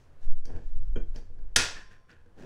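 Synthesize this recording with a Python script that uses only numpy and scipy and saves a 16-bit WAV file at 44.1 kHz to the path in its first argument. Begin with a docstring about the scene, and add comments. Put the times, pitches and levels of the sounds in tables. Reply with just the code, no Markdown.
"""A small steel vise is tightened in a workshop, heard by one microphone just above the bench. A deep rumble
swells and fades beneath it all, and the hand finds the handle with a tick. The screw rubs as it turns and
knocks twice near one second. At 1.56 s the sliding handle drops against its stop with one loud clank that rings
in the vise, thumps the bench and fills the room. More rubbing and two light taps follow as the ring dies."""
import sys
import numpy as np
from scipy import signal
from scipy.fft import rfft, irfft
from scipy.io import wavfile
from scipy.ndimage import uniform_filter1d

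SR = 44100
rng = np.random.default_rng(int(sys.argv[2]) if len(sys.argv) > 2 else 0)


def put_to_file(sound):
    """Save the sound as 16-bit audio at rate SR, in the file named by the first command-line argument."""
    columns = np.atleast_2d(sound).T  # one column per channel
    safe = np.clip(columns, -1, 1)
    whole_steps = np.round(safe * 32767)
    wavfile.write(sys.argv[1], SR, whole_steps.astype(np.int16))


N = 108045

# modes of the bench: (frequency [Hz], relative level [dB], t60 [s])
BENCH_MODES = [(83, 1, .45), (134, -4, .35), (229, -2, .3), (326, -5, .26), (474, -2, .26)]
# colour of a blow's wash in the workshop: (frequency [Hz], relative level [dB])
WASH_COLOUR = [(100, -7.5), (300, -7), (700, -6.5), (1250, -5.5), (1600, -0.5), (2100, -3), (2800, -3.5),
               (4000, -4), (5600, -4), (7500, -7), (10000, -14.5), (12000, -29), (16000, -30.5)]
# colour of the hiss, alone and in rubs and taps: (frequency [Hz], relative level [dB])
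HISS_COLOUR = [(500, 2), (1600, 0), (3000, -1), (6300, -1), (8500, -10.5), (12000, -19.5)]


def from_db(db):
    """Decibels to gain."""
    return 10 ** (np.asarray(db) / 20)


def unit_power(x):
    """Scale to a mean square of one."""
    return x / np.sqrt(np.mean(x ** 2) + 1e-20)


def since(start):
    """Seconds since a moment, zero before it."""
    return np.maximum(np.arange(N) / SR - start, 0)


def glide(levels, smooth_s=.04):
    """Gain that follows rows of (time [s], level [dB]), with rounded corners."""
    db = np.interp(since(0), *np.transpose(levels))
    return from_db(uniform_filter1d(db, size=int(smooth_s * SR)))


def at_hz(table, hz):
    """Read a table on a log-frequency axis."""
    freqs, values = np.transpose(table)
    return np.interp(np.log(np.maximum(hz, 1)), np.log(freqs), values)


def noise(colour, peaks=None):
    """Steady coloured noise of unit power, with optional peaks (centre [Hz], width [Hz], level [dB])."""
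    hz = np.arange(N // 2 + 1) * SR / N
    gain = from_db(at_hz(colour, hz))
    if peaks is not None:
        power = sum(from_db(db) ** 2 / (1 + ((hz - centre) / width * 2) ** 2) ** 2
                    for centre, width, db in peaks)
        gain = gain * np.sqrt(power)
    return unit_power(irfft(rfft(rng.standard_normal(N)) * gain, N))


def fade(t, t60):
    """Exponential decay, 60 dB down after t60 seconds."""
    return np.exp(-np.minimum(np.log(1000) * t / t60, 60))


def blow(start, rise, t60):
    """Envelope of a blow: quick rise, then decay."""
    return (1 - np.exp(-since(start) / rise)) * fade(since(start), t60)


def stroke(start, rise, t60):
    """Envelope of a sliding motion: it swells, then dies."""
    return np.minimum(since(start) / rise, 1) ** 2.35 * fade(since(start + rise), t60)


def ring(start, modes):
    """Modes struck at one moment, each swinging up or down first."""
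    t = since(start)
    return sum(from_db(db) * rng.choice([-1, 1]) * np.sin(2 * np.pi * hz * t) * fade(t, t60)
               for hz, db, t60 in modes)


def room_tone():
    """The air of the workshop and a faint hiss, behind everything else."""
    # colour of the air: (frequency [Hz], relative level [dB])
    air_colour = [(30, 6), (120, 5), (200, -7), (500, -7.5), (800, -12.5), (1600, -17), (3000, -27.5),
                  (6000, -36), (10000, -37), (15000, -48)]
    # course of the air and of the hiss: (time [s], level [dB])
    air_levels = [(0, -60), (.28, -60), (.38, -67.5), (.62, -64), (.9, -63.5), (1.3, -64.5), (1.5, -64.5),
                  (2.05, -64.5), (2.45, -61)]
    hiss_levels = [(0, -70.5), (.12, -83.5), (.38, -81.5), (.6, -73.5), (.9, -78.5), (1.3, -82.5),
                   (2.45, -89)]
    return glide(air_levels) * noise(air_colour) + glide(hiss_levels) * noise(HISS_COLOUR)


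def room_wash(steady_noise, start):
    """A noise builds up from one moment and dies band by band as the workshop does."""
    # decay of the workshop: (frequency [Hz], t60 [s])
    room_t60 = [(100, 0.27), (500, 0.45), (1500, 0.42), (3000, 0.4), (6000, 0.38), (9000, 0.29),
                (15000, .29)]
    centres = np.geomspace(60, 16000, 12)
    hz = np.arange(N // 2 + 1) * SR / N
    spectrum = rfft(steady_noise)
    out = 0
    for centre, share in zip(centres, np.eye(len(centres))):
        band = irfft(spectrum * at_hz(np.c_[centres, share], hz), N)
        out += band * blow(start, rise=0.024, t60=at_hz(room_t60, centre))
    return out


def bench_rumble(drone_width_hz=6.2):
    """Under the microphone a deep rumble swells and fades, and the bench drones at its lowest mode."""
    # colour of the rumble: (frequency [Hz], relative level [dB])
    rumble_colour = [(4, -5), (8, 12.5), (14, 0.5), (25, -12.5), (40, -15.5), (60, -34.5), (85, -35.5),
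                     (120, -47), (200, -58), (400, -100)]
    # course of the rumble and of the drone: (time [s], level [dB])
    rumble_levels = [(0, -61.5), (.2, -49), (.29, -14.5), (.42, -28), (.6, -20.5), (.72, -24.5), (.90, -13),
                     (1.12, -24.5), (1.25, -36), (1.43, -24.5), (1.62, -30.5), (1.78, -38.5), (1.86, -43.5),
                     (2.1, -57), (2.45, -47)]
    drone_levels = [(0, -62), (.25, -65), (.48, -53), (.55, -36.5), (.63, -64), (.8, -49), (1.0, -57.5),
                    (1.15, -54), (1.43, -55.5), (1.55, -62.5), (2.05, -72.5), (2.16, -66), (2.45, -75)]
    lowest_hz = BENCH_MODES[0][0]
    resonance = signal.iirpeak(lowest_hz, lowest_hz / drone_width_hz, fs=SR)
    drone = unit_power(signal.lfilter(*resonance, noise([(100, 0), (400, -40)])))
    return glide(rumble_levels) * noise(rumble_colour) + glide(drone_levels) * drone


def bench_bump(start, db, cut_hz=170):
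    """A light blow stirs the upper modes of the bench more than the lowest."""
    low_cut = signal.butter(2, cut_hz, "high", fs=SR, output="sos")
    return from_db(db) * signal.sosfilt(low_cut, ring(start, BENCH_MODES))


def rubs(grain_db=-2.0, grain_hz=150):
    """Hand, screw and sliding handle rub in strokes, with an uneven grain."""
    # strokes: (time [s], rise [s], release t60 [s], groan [dB], scrape [dB], hiss [dB])
    strokes = [(0.188, 0.043, 0.36, -77, -75, -67.5), (0.438, 0.062, 0.49, -46.5, -62.5, -76),
               (.50, 0.062, .33, -49, -63.5, -96), (1.118, 0.045, .35, -51, -63.5, -62),
               (1.22, .17, .9, -62.5, -88, -98), (1.734, 0.037, 0.34, -55.5, -47.5, -68),
               (1.888, 0.029, 0.31, -62.5, -58, -69), (2.068, 0.035, .35, -61, -55.5, -72),
               (2.33, 0.068, 1, -50.5, -61.5, -66), (2.391, 0.063, .4, -43.5, -57.5, -71)]
    # colours of the dull groan and the bright scrape: (frequency [Hz], relative level [dB])
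    groan_colour = [(60, -2.5), (130, 10), (230, 6.5), (520, 2), (700, -5), (930, -6.5), (1300, -24.5),
                    (3000, -50.5), (6500, -38), (14000, -70)]
    scrape_colour = [(200, -19), (1250, -10), (1450, 0.5), (1780, 5), (2050, -11.5), (2500, -6.5),
                     (4000, -20.5), (6000, -29.5), (9000, -32), (14000, -47)]
    out = 0
    for start, rise, t60, groan_db, scrape_db, hiss_db in strokes:
        groan = from_db(groan_db) * noise(groan_colour)
        scrape = from_db(scrape_db) * noise(scrape_colour)
        hiss = from_db(hiss_db) * noise(HISS_COLOUR)
        out += stroke(start, rise, t60) * (groan + scrape + hiss)
    grain = noise([(grain_hz, 0), (2 * grain_hz, -60)])
    return out * from_db(grain_db * grain)


def handle_taps(click_db=-10, rise_s=0.0011):
    """Light contacts click, stir one region of the handle's resonances and bump the bench below."""
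    # taps: (time [s], level [dB], centre [Hz], width [octaves], relative after-ring [dB], bench [dB])
    taps = [(0.4536, -42.5, 6760, 2.2, -17, -54.5), (.563, -50.5, 1850, .9, -20, -48.5),
            (1.160, -39.5, 3520, 0.94, -20.5, -49.5), (1.298, -70, 900, 1.0, -20, -58.5),
            (1.388, -57, 1500, .5, -20, -58), (2.113, -53, 3500, 1.0, -31, -59.5),
            (2.260, -59.5, 1300, .6, -19.5, -59)]
    # resonances of the lightly touched handle: (frequency [Hz], width [Hz], relative level [dB])
    handle_peaks = [(1560, 200, 0), (2280, 200, -7), (3160, 170, -4), (4380, 200, -7), (4680, 200, 3),
                    (5500, 450, 0), (6200, 400, -3), (8720, 200, -5), (9850, 200, -13)]
    hz = np.geomspace(100, 16000, 40)
    out = 0
    for start, db, centre, width, ring_db, bench_db in taps:
        region_db = -20 * np.log10(1 + (np.log2(hz / centre) / width) ** 4)
        tick = noise(np.c_[hz, region_db], handle_peaks) + from_db(click_db) * noise(HISS_COLOUR)
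        envelope = blow(start, rise_s, t60=.016) + from_db(ring_db) * blow(start, rise_s, t60=.3)
        out += from_db(db) * tick * envelope + bench_bump(start, bench_db)
    return out


def screw_knocks(rise_s=0.0034, wash_width_hz=45):
    """The screw takes up its play softly: a dull thud, a short ring and a little wash in the room."""
    # knocks: (time [s], level [dB], bench [dB])
    knocks = [(.957, -40, -34), (0.996, -53, -39.5)]
    # modes of the screw: (frequency [Hz], relative level [dB], t60 [s])
    screw_modes = [(392, 6, .15), (502, 1.5, 0.13), (716, -18.5, 0.3), (1440, -2.5, 0.065),
                   (1517, -6.5, 0.093), (1780, -13.5, .13), (2390, -9.5, 0.13), (3090, -10.5, 0.11),
                   (3195, -2.5, 0.059), (6620, -14, 0.041)]
    # colour of the thud: (frequency [Hz], relative level [dB])
    thud_colour = [(100, 11), (180, 8), (500, 8), (700, -8.5), (1300, -9), (3000, -21), (4200, -41),
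                   (6400, -27), (10000, -49)]
    wash_peaks = [(hz, wash_width_hz, db) for hz, db, _ in screw_modes]
    out = 0
    for start, db, bench_db in knocks:
        steel = ring(start, screw_modes)
        thud = from_db(6) * noise(thud_colour) * fade(since(start), t60=0.17)
        wash = from_db(-17.5) * noise(WASH_COLOUR, wash_peaks) * blow(start, rise=0.024, t60=0.41)
        onset = 1 - np.exp(-since(start) / rise_s)
        out += (from_db(db) * (steel + thud) + bench_bump(start, bench_db)) * onset
        out += from_db(db) * wash
    return out


def handle_clank(start=1.560, crack_width_hz=190, wash_width_hz=45):
    """Close up, the handle hits its stop: steel cracks and rings, the bench thumps, the room answers."""
    # colour of the crack, the dense first ring of the steel: (frequency [Hz], relative level [dB])
    crack_colour = [(100, -28), (300, -14.5), (700, -6.5), (1200, -10.5), (1500, -4.5), (3000, -3),
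                    (4100, -2.5), (5500, 0), (7200, -7), (9500, -4), (11000, -12.5), (12000, -22.5),
                    (16000, -24)]
    # modes of the vise, many in close pairs: (frequency [Hz], relative level [dB])
    vise_modes = [(1423, 1), (1666, -2), (1763, -5), (1865, -8), (2463, -4), (2535, 0), (2614, -4),
                  (3200, -3), (3475, -3), (3743, -2), (4613, -3), (4703, -3), (4784, -3), (5213, 1),
                  (5391, -3), (5838, 1), (6190, -3), (6335, -2), (7855, -3), (8443, -10), (9453, -6),
                  (9563, -5), (10830, -7)]
    # faint long ring of the loose handle bar: (frequency [Hz], relative level [dB], t60 [s])
    bar_modes = [(1039, -2, 1.6), (1750, 6, .7), (2283, -4, .9), (3479, 4, .7), (4580, -4, .9),
                 (5430, -5, .9), (5545, -6, 1.0), (5663, -5, .9), (8480, -10, .7), (8840, -12, .8),
                 (10230, -16, .8)]
    # part of the crack and of the wash gathers round the vise's modes
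    crack_peaks = [(hz, crack_width_hz, db) for hz, db in vise_modes]
    wash_peaks = [(hz, wash_width_hz, db) for hz, db in vise_modes]
    crack = from_db(-11.5) * noise(crack_colour) + from_db(-11) * noise(crack_colour, crack_peaks)
    crack *= blow(start, rise=0.0017, t60=0.047)
    # t60 is 0.27 s at 3 kHz; higher modes die sooner
    damped_modes = [(hz, db, 0.27 * (3000 / hz) ** 0.18) for hz, db in vise_modes]
    vise = from_db(-33) * ring(start, damped_modes)
    bar = from_db(-53) * ring(start, bar_modes)
    thump = from_db(-35) * ring(start, BENCH_MODES)
    shimmer = from_db(-24) * noise(WASH_COLOUR, wash_peaks)
    wash = room_wash(from_db(-19.5) * noise(WASH_COLOUR) + shimmer, start)
    return crack + vise + bar + thump + wash


def scene():
    """The workshop in mono, from just above the bench."""
    background = bench_rumble() + room_tone()
    return (background + handle_clank() + handle_taps() + screw_knocks() + rubs())[None]


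def record(dry, cutoff_hz=15750):
    """The top of the microphone's signal is cut steeply."""
    return signal.sosfilt(signal.ellip(10, .1, 80, cutoff_hz, fs=SR, output="sos"), dry)


dry = scene()
out = record(dry)
put_to_file(out)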